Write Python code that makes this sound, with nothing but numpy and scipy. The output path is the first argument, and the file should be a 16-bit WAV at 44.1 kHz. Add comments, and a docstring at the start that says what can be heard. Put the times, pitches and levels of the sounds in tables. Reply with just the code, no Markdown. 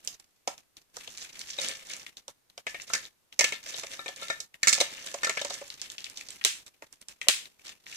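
"""Hands fit a battery into a plastic meter, turn it over on bubble wrap, then click its dial, close to a phone.
First come scattered knocks over film rustle, then a thick run of them: walls crack, the hollow case thuds,
the loose stand rings. As the knocks thin out, creases pop in the film; near the end the dial clacks twice,
each a hard crack with a smooth spray behind it, between the last rustles. Fingers and film are noise in
clumps of tiny snaps; a small hard room answers all but the dial, over hiss that a gate pulls down."""
import sys
import numpy as np
from scipy import signal
from scipy.fft import rfft, irfft, next_fast_len
from scipy.io import wavfile
from scipy.ndimage import uniform_filter1d

SR = 44100
rng = np.random.default_rng(int(sys.argv[2]) if len(sys.argv) > 2 else 0)


def store_wav(level_fs):
    """Save 16-bit WAV to argv[1]."""
    pcm = np.round(np.clip(np.atleast_2d(level_fs), -1, 1) * 32767)
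    wavfile.write(sys.argv[1], SR, pcm.T.astype(np.int16))


N = 351036

# Background hiss spectrum: [f/Hz, relative level/dB per Hz]
HISS_SPECTRUM = [(33, -4), (277, -3.5), (1290, -9), (14300, -13.5), (16000, -37.5)]
HISS_DB = -58
# Colour difference of the two microphone ports, shared out between them: [f/Hz, left minus right level/dB]
PORT_COLOUR = [(120, 4.5), (240, -0.5), (480, -0.5), (950, -3), (1890, 4.5), (3770, 8), (7520, -17),
               (15000, 0)]
# Lag of the left port: [f/Hz, lag/s]
LEFT_PORT_LAG = [(1450, 0.00025), (1900, 0.0004917)]
# Room decay: [f/Hz, t60/s]
ROOM_DECAY = [(1500, 0.28), (6000, 0.19), (14000, 0.3)]
EDGE_HZ = 16100  # top of the recorded band

# Resting contact with the film: [t/s, rustle level/dB]
RESTING_CONTACT = [(0.0, -58), (0.4, -70), (0.92, -87), (1.0, -58.5), (2.05, -51), (2.15, -88),
                   (3.6, -70.5), (4.3, -53), (4.5, -108), (4.65, -46), (5.1, -48.5), (5.65, -54.5),
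                   (5.85, -57.5), (6.33, -54.5), (6.6, -67.5), (7.0, -67), (7.96, -63)]
# Strokes of hand and case over the film: [t/s of full pressure, rustle level/dB, hold/s]
FILM_STROKES = [(0.957, -52.5, 0.12), (1.195, -47, 0.028), (1.374, -46, 0.0083), (1.493, -43.5, 0.0099),
                (1.619, -34, 0.052), (1.913, -40, 0.01), (2.896, -50, 0.018), (3.674, -41, 0.12),
                (3.914, -42.5, 0.035), (4.203, -43, 0.048), (5.066, -38, 0.0072), (5.515, -38.5, 0.0081),
                (7.663, -43.5, 0.0062), (7.897, -47.5, 0.077)]
PRESS_DB_PER_S, LIFT_DB_PER_S = 327.5, 224
# A knock or pop shakes the film, which then settles; SHAKE_DB is relative to the blow
SHAKE_DB, SETTLE_DB_PER_S, SHAKE_RISE_S = -19, 196, 0.0013
# Film rustle spectrum: [f/Hz, relative level/dB per Hz]
FILM_SPECTRUM = [(530, -64.5), (900, -5), (1750, 9), (2330, 3.5), (3000, 4.5), (6560, 2), (12900, -13.5),
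                 (14400, -20), (16000, -60.5)]
# Single creases popping in the film: [t/s, peak level/dB, pitch f/Hz]
CREASE_POPS = [(0.0489, -35.5, 7390), (0.199, -40.5, 5500), (0.5797, -38.5, 4900), (0.769, -37.5, 4270),
               (1.1747, -30.5, 5600), (1.23, -34, 6100), (1.393, -28.5, 5400), (1.686, -18, 5960),
               (1.9366, -25, 5200), (2.065, -33, 2370), (2.17, -35, 5130), (2.4996, -46.5, 4000),
               (2.799, -33.5, 2010), (2.819, -32, 5300), (3.053, -35, 3460), (3.326, -39.5, 3000),
               (4.081, -27, 3000), (4.162, -32, 5230), (4.283, -30, 3700), (4.5425, -40.5, 2340),
               (4.751, -18.5, 5500), (5.394, -26.5, 3000), (5.541, -23.5, 5360), (5.7025, -27, 3680),
               (5.816, -21.5, 4700), (5.901, -29, 4900), (5.9819, -28, 3550), (6.0056, -33, 3980),
               (6.0431, -26.5, 4100), (6.058, -35, 4000), (6.0992, -32, 5760), (6.1732, -27.5, 5030),
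               (6.2108, -32, 3080), (6.287, -29, 4700), (6.306, -31.5, 6600), (6.36, -40, 7500),
               (6.4128, -34.5, 2050), (6.44, -26, 3800), (6.6645, -36.5, 6600), (6.927, -37, 6500),
               (7.015, -39, 6300), (7.085, -29.5, 5800), (7.456, -37.5, 3100), (7.693, -32, 3830),
               (7.866, -35.5, 2500)]
POP_T60_S, POP_SPREAD = 0.0062, 1.454  # spread: ratio of each band edge to the pitch

# Dial detent clacks: [t/s, level/dB, treble level/dB above it]
DIAL_CLACKS = [(6.449, -9.5, -8), (7.2848, -5, -17.5)]

# Modes of the air in the case, before extra damping: [f/Hz, level/dB, t60/s]
HOLLOW_MODES = [(542.6, -2.5, 0.23), (649.6, 1.5, 0.075)]
# Modes of the loose stand when free to ring: [f/Hz, level/dB, t60/s]
STAND_MODES = [(1345, 0, .08), (1771, 0, .13), (2207, -1, .07), (2420, -3, .05), (3760, 0, .04)]
# How freely case and stand ring: [t/s, freedom 0-1]
FREEDOM = [(1.5, .05), (1.58, .9), (2.05, .5), (2.1, .05), (2.6, .05), (2.66, .7), (3.9, .6), (3.98, .95),
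           (4.35, .95), (4.6, .7), (5.6, .65), (5.7, .05)]
OVERTONE = 2.8  # a struck bar also rings at this multiple of its pitch
# Knocks and snaps: [t/s, wall level/dB, hollow thud trim/dB and bright snap trim/dB over the wall, wall f/Hz]
BLOWS = [(0.075, -35.5, -19, 10.5, 3420), (0.4756, -29.5, 3.5, 1, 3100), (0.968, -45.5, 0.5, 9, 1200),
         (1.0759, -34, -13.5, -10, 3330), (1.5865, -26, -13.5, -19, 3840), (2.281, -39, -5.5, 0.5, 3900),
         (2.578, -40.5, -4, 2, 2930), (2.6677, -24.5, -18, -17.5, 2300), (2.7452, -29, -17, -27.5, 2400),
         (2.901, -35, -9, -28, 1370), (2.9349, -21, -25, -3, 1980), (2.9495, -24.5, -23.5, -7, 1800),
         (3.3921, -19.5, -17, 1, 2250), (3.409, -17.5, -12, -2.5, 2180), (3.4421, -15.5, -22, -8.5, 2600),
         (3.5228, -23.5, -15, -13.5, 2400), (3.743, -30.5, -17.5, -32, 3830), (3.8338, -34, -6.5, -8, 2420),
         (3.9928, -32, -16, -28, 1350), (4.0602, -32, -11, -16, 2700), (4.086, -40.5, -1.5, -4, 2430),
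         (4.2228, -36, -7, -27, 1330), (4.301, -22, -14.5, -15, 1870), (4.4031, -42.5, -16.5, 10, 3380),
         (4.631, -19, -45.5, -6, 1900), (4.672, -15, -48, -5, 2020), (4.681, -17, -45, -1, 2140),
         (4.6918, -40, -11.5, 22, 2660), (4.7281, -19.5, -41, -0.5, 2300), (4.732, -25.5, -45.5, 2.5, 3900),
         (4.779, -31, -6.5, -16.5, 2270), (4.803, -17, -16, -6, 3410), (4.8112, -21.5, -2.5, -0.5, 3900),
         (5.142, -39.5, 8.5, 5, 2180), (5.233, -21, -24, -12.5, 1800), (5.246, -23, -19, -5, 2100),
         (5.27, -24, -11.5, -13, 1350), (5.295, -22, -12, -6, 2400), (5.3724, -24, -14, -16.5, 2070),
         (5.4145, -27.5, -8.5, -7.5, 3570), (5.448, -33, -1.5, 1, 2600), (5.5039, -33, -3, -4, 4080),
         (5.6148, -47, 5, -4, 1360), (6.823, -41.5, -3.5, -10, 1956), (7.2146, -30, -22.5, -9, 2420),
         (7.27, -45, 1.5, -20.5, 2280)]


def gain_of(db):
    """Turns decibels into an amplitude factor."""
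    return 10 ** (np.asarray(db) / 20)


def evened(x):
    """Brings a signal to an RMS of 1."""
    return x / np.sqrt(np.mean(x ** 2) + 1e-20)


def read(points, hz):
    """Reads a frequency curve, straight between its points on a log scale."""
    f, value = np.transpose(points)
    return np.interp(np.log(hz + 1), np.log(f + 1), value)


def bandpassed(x, lo_hz, hi_hz):
    """Keeps one band of a signal, with gentle slopes."""
    return signal.sosfilt(signal.butter(2, [lo_hz, hi_hz], "bandpass", fs=SR, output="sos"), x)


def coloured(x, points, share=1, lag=((1, 0),)):
    """Filters by a share of a dB spectrum, with an optional delay for each frequency."""
    size = next_fast_len(N + 4096)
    hz = np.fft.rfftfreq(size, 1 / SR)
    turn = np.exp(-2j * np.pi * hz * read(lag, hz))
    return irfft(rfft(x, size) * gain_of(share * read(points, hz)) * turn, size)[..., :N]


def seeds_for(events):
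    """Draws one seed per event, so each has its own chance variation."""
    return rng.integers(0, 2 ** 31, (len(events), 1))


def ring(modes, t, luck, detune):
    """Damped modes of one blow, each with chance strength and a little chance in pitch; peak 1."""
    hz, db, t60 = np.transpose(modes)[:, :, None]
    strength, pitch = luck.standard_normal((2, len(modes), 1))
    decay = gain_of(db + 3 * strength - 60 * t / t60)
    tones = decay * np.sin(2 * np.pi * hz * (1 + detune * pitch) * t)
    mix = tones.sum(0)
    return mix / abs(mix).max()


def crack(lo_hz, hi_hz, t60, t, luck):
    """Too many damped modes to count: a click and short burst in one band, with one weaker bounce; peak 1."""
    bounce = t - luck.uniform(.0015, .004)
    shape = gain_of(-60 * t / t60)
    shape = shape + luck.uniform(0, 0.6) * gain_of(-60 * abs(bounce) / t60) * (bounce > 0)
    click = 4 * (t == 0)
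    burst = bandpassed(luck.standard_normal(len(t)) * shape + click, lo_hz, hi_hz)
    return burst / abs(burst).max()


def room(x):
    """Sparse reflections of random sign, each band dying at its own speed, other taps at each port."""
    taps = np.zeros((2, SR // 2))
    # one tap at a chance spot in every 20 samples
    at = np.arange(120, SR // 2 - 20, 20) + rng.integers(0, 20, (2, (SR // 2 - 121) // 20))
    np.put_along_axis(taps, at, rng.choice([-1., 1.], at.shape), 1)
    hz, t, bands = signal.stft(taps, SR, nperseg=256)
    decay = gain_of(-60 * t / read(ROOM_DECAY, hz)[:, None])
    tail = signal.istft(bands * decay, SR, nperseg=256)[1]
    # thuds stay in hand and table
    x = signal.sosfilt(signal.butter(2, 900, "highpass", fs=SR, output="sos"), x)
    return signal.fftconvolve(x[None], tail / np.linalg.norm(tail[0]), axes=1)[:, :N]


def rustle_level(t):
    """Power sum of resting contact, strokes that press, hold and lift, and the shake after each knock or pop."""
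    power = gain_of(np.interp(t, *np.transpose(RESTING_CONTACT))) ** 2
    for s, db, hold in FILM_STROKES:
        press = PRESS_DB_PER_S * np.maximum(s - t, 0)
        lift = LIFT_DB_PER_S * np.maximum(t - s - hold, 0)
        power += gain_of(db - press - lift) ** 2
    for s, blow_db, *_ in BLOWS + CREASE_POPS:
        since = np.maximum(t - s, 0)
        rise = np.minimum(since / SHAKE_RISE_S, 1)
        power += (rise * gain_of(blow_db + SHAKE_DB - SETTLE_DB_PER_S * since)) ** 2
    return np.sqrt(power)


def drift(size):
    """Smooth random wander of RMS 1, slower for a larger size in samples."""
    return evened(uniform_filter1d(uniform_filter1d(rng.standard_normal(N), size), size))


def film_creases():
    """Creasing film: tiny snaps of scattered pitch in clumps over a steady rub, at two ports."""
    creases = rng.standard_normal((2, N))
    # lower edge Hz, upper edge Hz, level dB
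    for lo_hz, hi_hz, db in [(2196, 2890, -7.5), (3000, 5200, -6.5), (4530, 6730, -0.5), (8200, 21500, 4.0)]:
        strength = gain_of(3.8 * np.minimum(rng.exponential(1, N), 2.2))
        ticks = rng.standard_normal(N) * strength * (rng.random(N) < 1100 / SR)  # about 1100 a second
        # creases favour one port or the other, and each size swells alone
        ticks = ticks * gain_of(2.5 * rng.standard_normal((2, N)) + 3.5 * drift(size=1200))
        creases += gain_of(db) * evened(bandpassed(ticks, lo_hz, hi_hz))
    return creases * gain_of(3.5 * drift(size=200))


def handling():
    """Rubbing rustles the film and drums the hollow and stand of the held case."""
    t = np.arange(N) / SR
    creases = film_creases()
    film = evened(coloured(creases, FILM_SPECTRUM))
    short = t[:3000]
    body = sum(gain_of(db - 130 * short / t60) * np.sin(2 * np.pi * hz * short)
               for hz, db, t60 in HOLLOW_MODES + STAND_MODES)
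    drummed = evened(signal.oaconvolve(creases[1], body)[:N])
    # fingertips bump the case in small knocks
    bumps = bandpassed(rng.standard_normal(N), 90, 1300) * gain_of(5 * drift(size=400))
    case = np.interp(t, *np.transpose(FREEDOM)) * drummed + 0.33 * evened(bumps)
    slow = t[::44]  # the level moves slowly enough for about a thousand points a second
    return np.interp(t, slow, rustle_level(slow)) * (0.6 * film + 0.24 * case)


def pops():
    """Each loud crease is one dry crack around its own pitch."""
    out, t = np.zeros(N + SR), np.arange(1500) / SR
    for (s, db, hz), seed in zip(CREASE_POPS, seeds_for(CREASE_POPS)):
        luck, at = np.random.default_rng(seed), round(s * SR)
        pop = crack(hz / POP_SPREAD, min(hz * POP_SPREAD, 15000), POP_T60_S, t, luck)
        out[at:at + len(t)] += gain_of(db) * pop
    return out[:N]


def dial():
    """The detent drops home: a hard wide crack over a short thud, then a smooth spray from table and walls."""
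    out, t = np.zeros((2, N)), np.arange(20000) / SR
    for (s, db, treble_db), seed in zip(DIAL_CLACKS, seeds_for(DIAL_CLACKS)):
        luck, at = np.random.default_rng(seed), round(s * SR)
        clack = crack(2600, 8200, 0.0099, t, luck)
        clack = clack + 0.13 * crack(350, 2000, 0.059, t, luck)
        clack = clack + gain_of(treble_db) * crack(7000, 14000, 0.022, t, luck)
        spray = [crack(1900, 8000, 0.31, t, luck) for port in out]
        out[:, at:at + len(t)] += gain_of(db) * (clack + 0.27 * np.array(spray))
    return out


def hollow_thud(t, luck, loose):
    """Air in the case swells up and booms, dying faster when the case is held; a low crack lies over it."""
    damping = gain_of(-700 * (2 - loose) * t)
    swell = 1 - np.exp(-t / 0.0032)
    boom = ring(HOLLOW_MODES, t, luck, .07) * damping * swell
    return 2.5 * boom + 0.9 * crack(380, 1100, 0.053, t, luck)


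def wall_and_stand(t, luck, loose, wall_hz):
    """The wall cracks at its pitch; a freer stand rings more and longer near that pitch and its overtone."""
    stand = []
    for hz, db, t60 in STAND_MODES:
        octaves_off = abs(np.log2(hz / wall_hz / np.array([1, OVERTONE]))).min()
        stand.append((hz, db - 16 * octaves_off, loose * t60))
    ringing = 1.274 * loose * ring(stand, t, luck, 0.018)
    wall = crack(0.77 * wall_hz, 1.224 * wall_hz, 0.016 + 0.065 * loose, t, luck)
    return ringing + (1.1 - loose) * wall


def bright_snap(t, luck, loose):
    """Latches snap in a bright band, longer when the case is free, with a faint airy top."""
    return 2.15 * crack(4230, 7170, 0.0082 + 0.026 * loose, t, luck) + 0.15 * crack(10160, 13000, 0.048, t, luck)


def knocks():
    """Each blow cracks walls and latches, thuds in the hollow and rings the stand; laid down, all is damped."""
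    out, t = np.zeros((2, N + SR)), np.arange(5000) / SR
    for (s, wall_db, thud_db, snap_db, wall_hz), seed in zip(BLOWS, seeds_for(BLOWS)):
        luck = np.random.default_rng(seed)
        loose = np.clip(np.interp(s, *np.transpose(FREEDOM)), 0, 1)
        thud = hollow_thud(t, luck, loose)
        wall = wall_and_stand(t, luck, loose, wall_hz)
        snap = bright_snap(t, luck, loose)
        blow = gain_of(wall_db) * (wall + gain_of(thud_db) * thud + gain_of(snap_db) * snap)
        # each spot has its own path to the left port
        for port, sooner in enumerate([luck.integers(0, 7), 0]):
            at = round(s * SR) - sooner
            out[port, at:at + len(t)] += blow
    return out[:, :N]


def scene():
    """Near sound, room and dial reach two ports of different colour, the left one later."""
    near = knocks() + handling() + pops()
    air = near + gain_of(-6.5) * room(near[1]) + dial()
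    left = coloured(air[0], PORT_COLOUR, 0.73, LEFT_PORT_LAG)
    right = coloured(air[1], PORT_COLOUR, -0.42)
    return gain_of(4.5) * np.array([left, right])


def record(dry):
    """Overload ceiling, bass cut and hiss; a gate turns quiet moments down, opening at once; band limit."""
    wired = signal.sosfilt(signal.butter(2, 130, "highpass", fs=SR, output="sos"), np.clip(dry, -1, 1))
    wired = wired + gain_of(HISS_DB) * evened(coloured(rng.standard_normal((2, N)), HISS_SPECTRUM))
    power_db = 10 * np.log10(abs(uniform_filter1d((wired ** 2).mean(0), 300)) + 1e-12)
    fall = np.arange(N) * 500.0 / SR  # closing speed, dB a second
    held_db = np.maximum.accumulate(power_db + fall) - fall
    gate_db = np.clip(2.23 * (held_db + 51.0), -14, 0)  # closes below -51 dB, by 14 dB at most
    gated = wired * gain_of(uniform_filter1d(gate_db, 200))
    edge = signal.firwin(511, EDGE_HZ, window=("kaiser", 9), fs=SR)
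    return signal.oaconvolve(gated, edge[None], "same")


dry = scene()
out = record(dry)
store_wav(out)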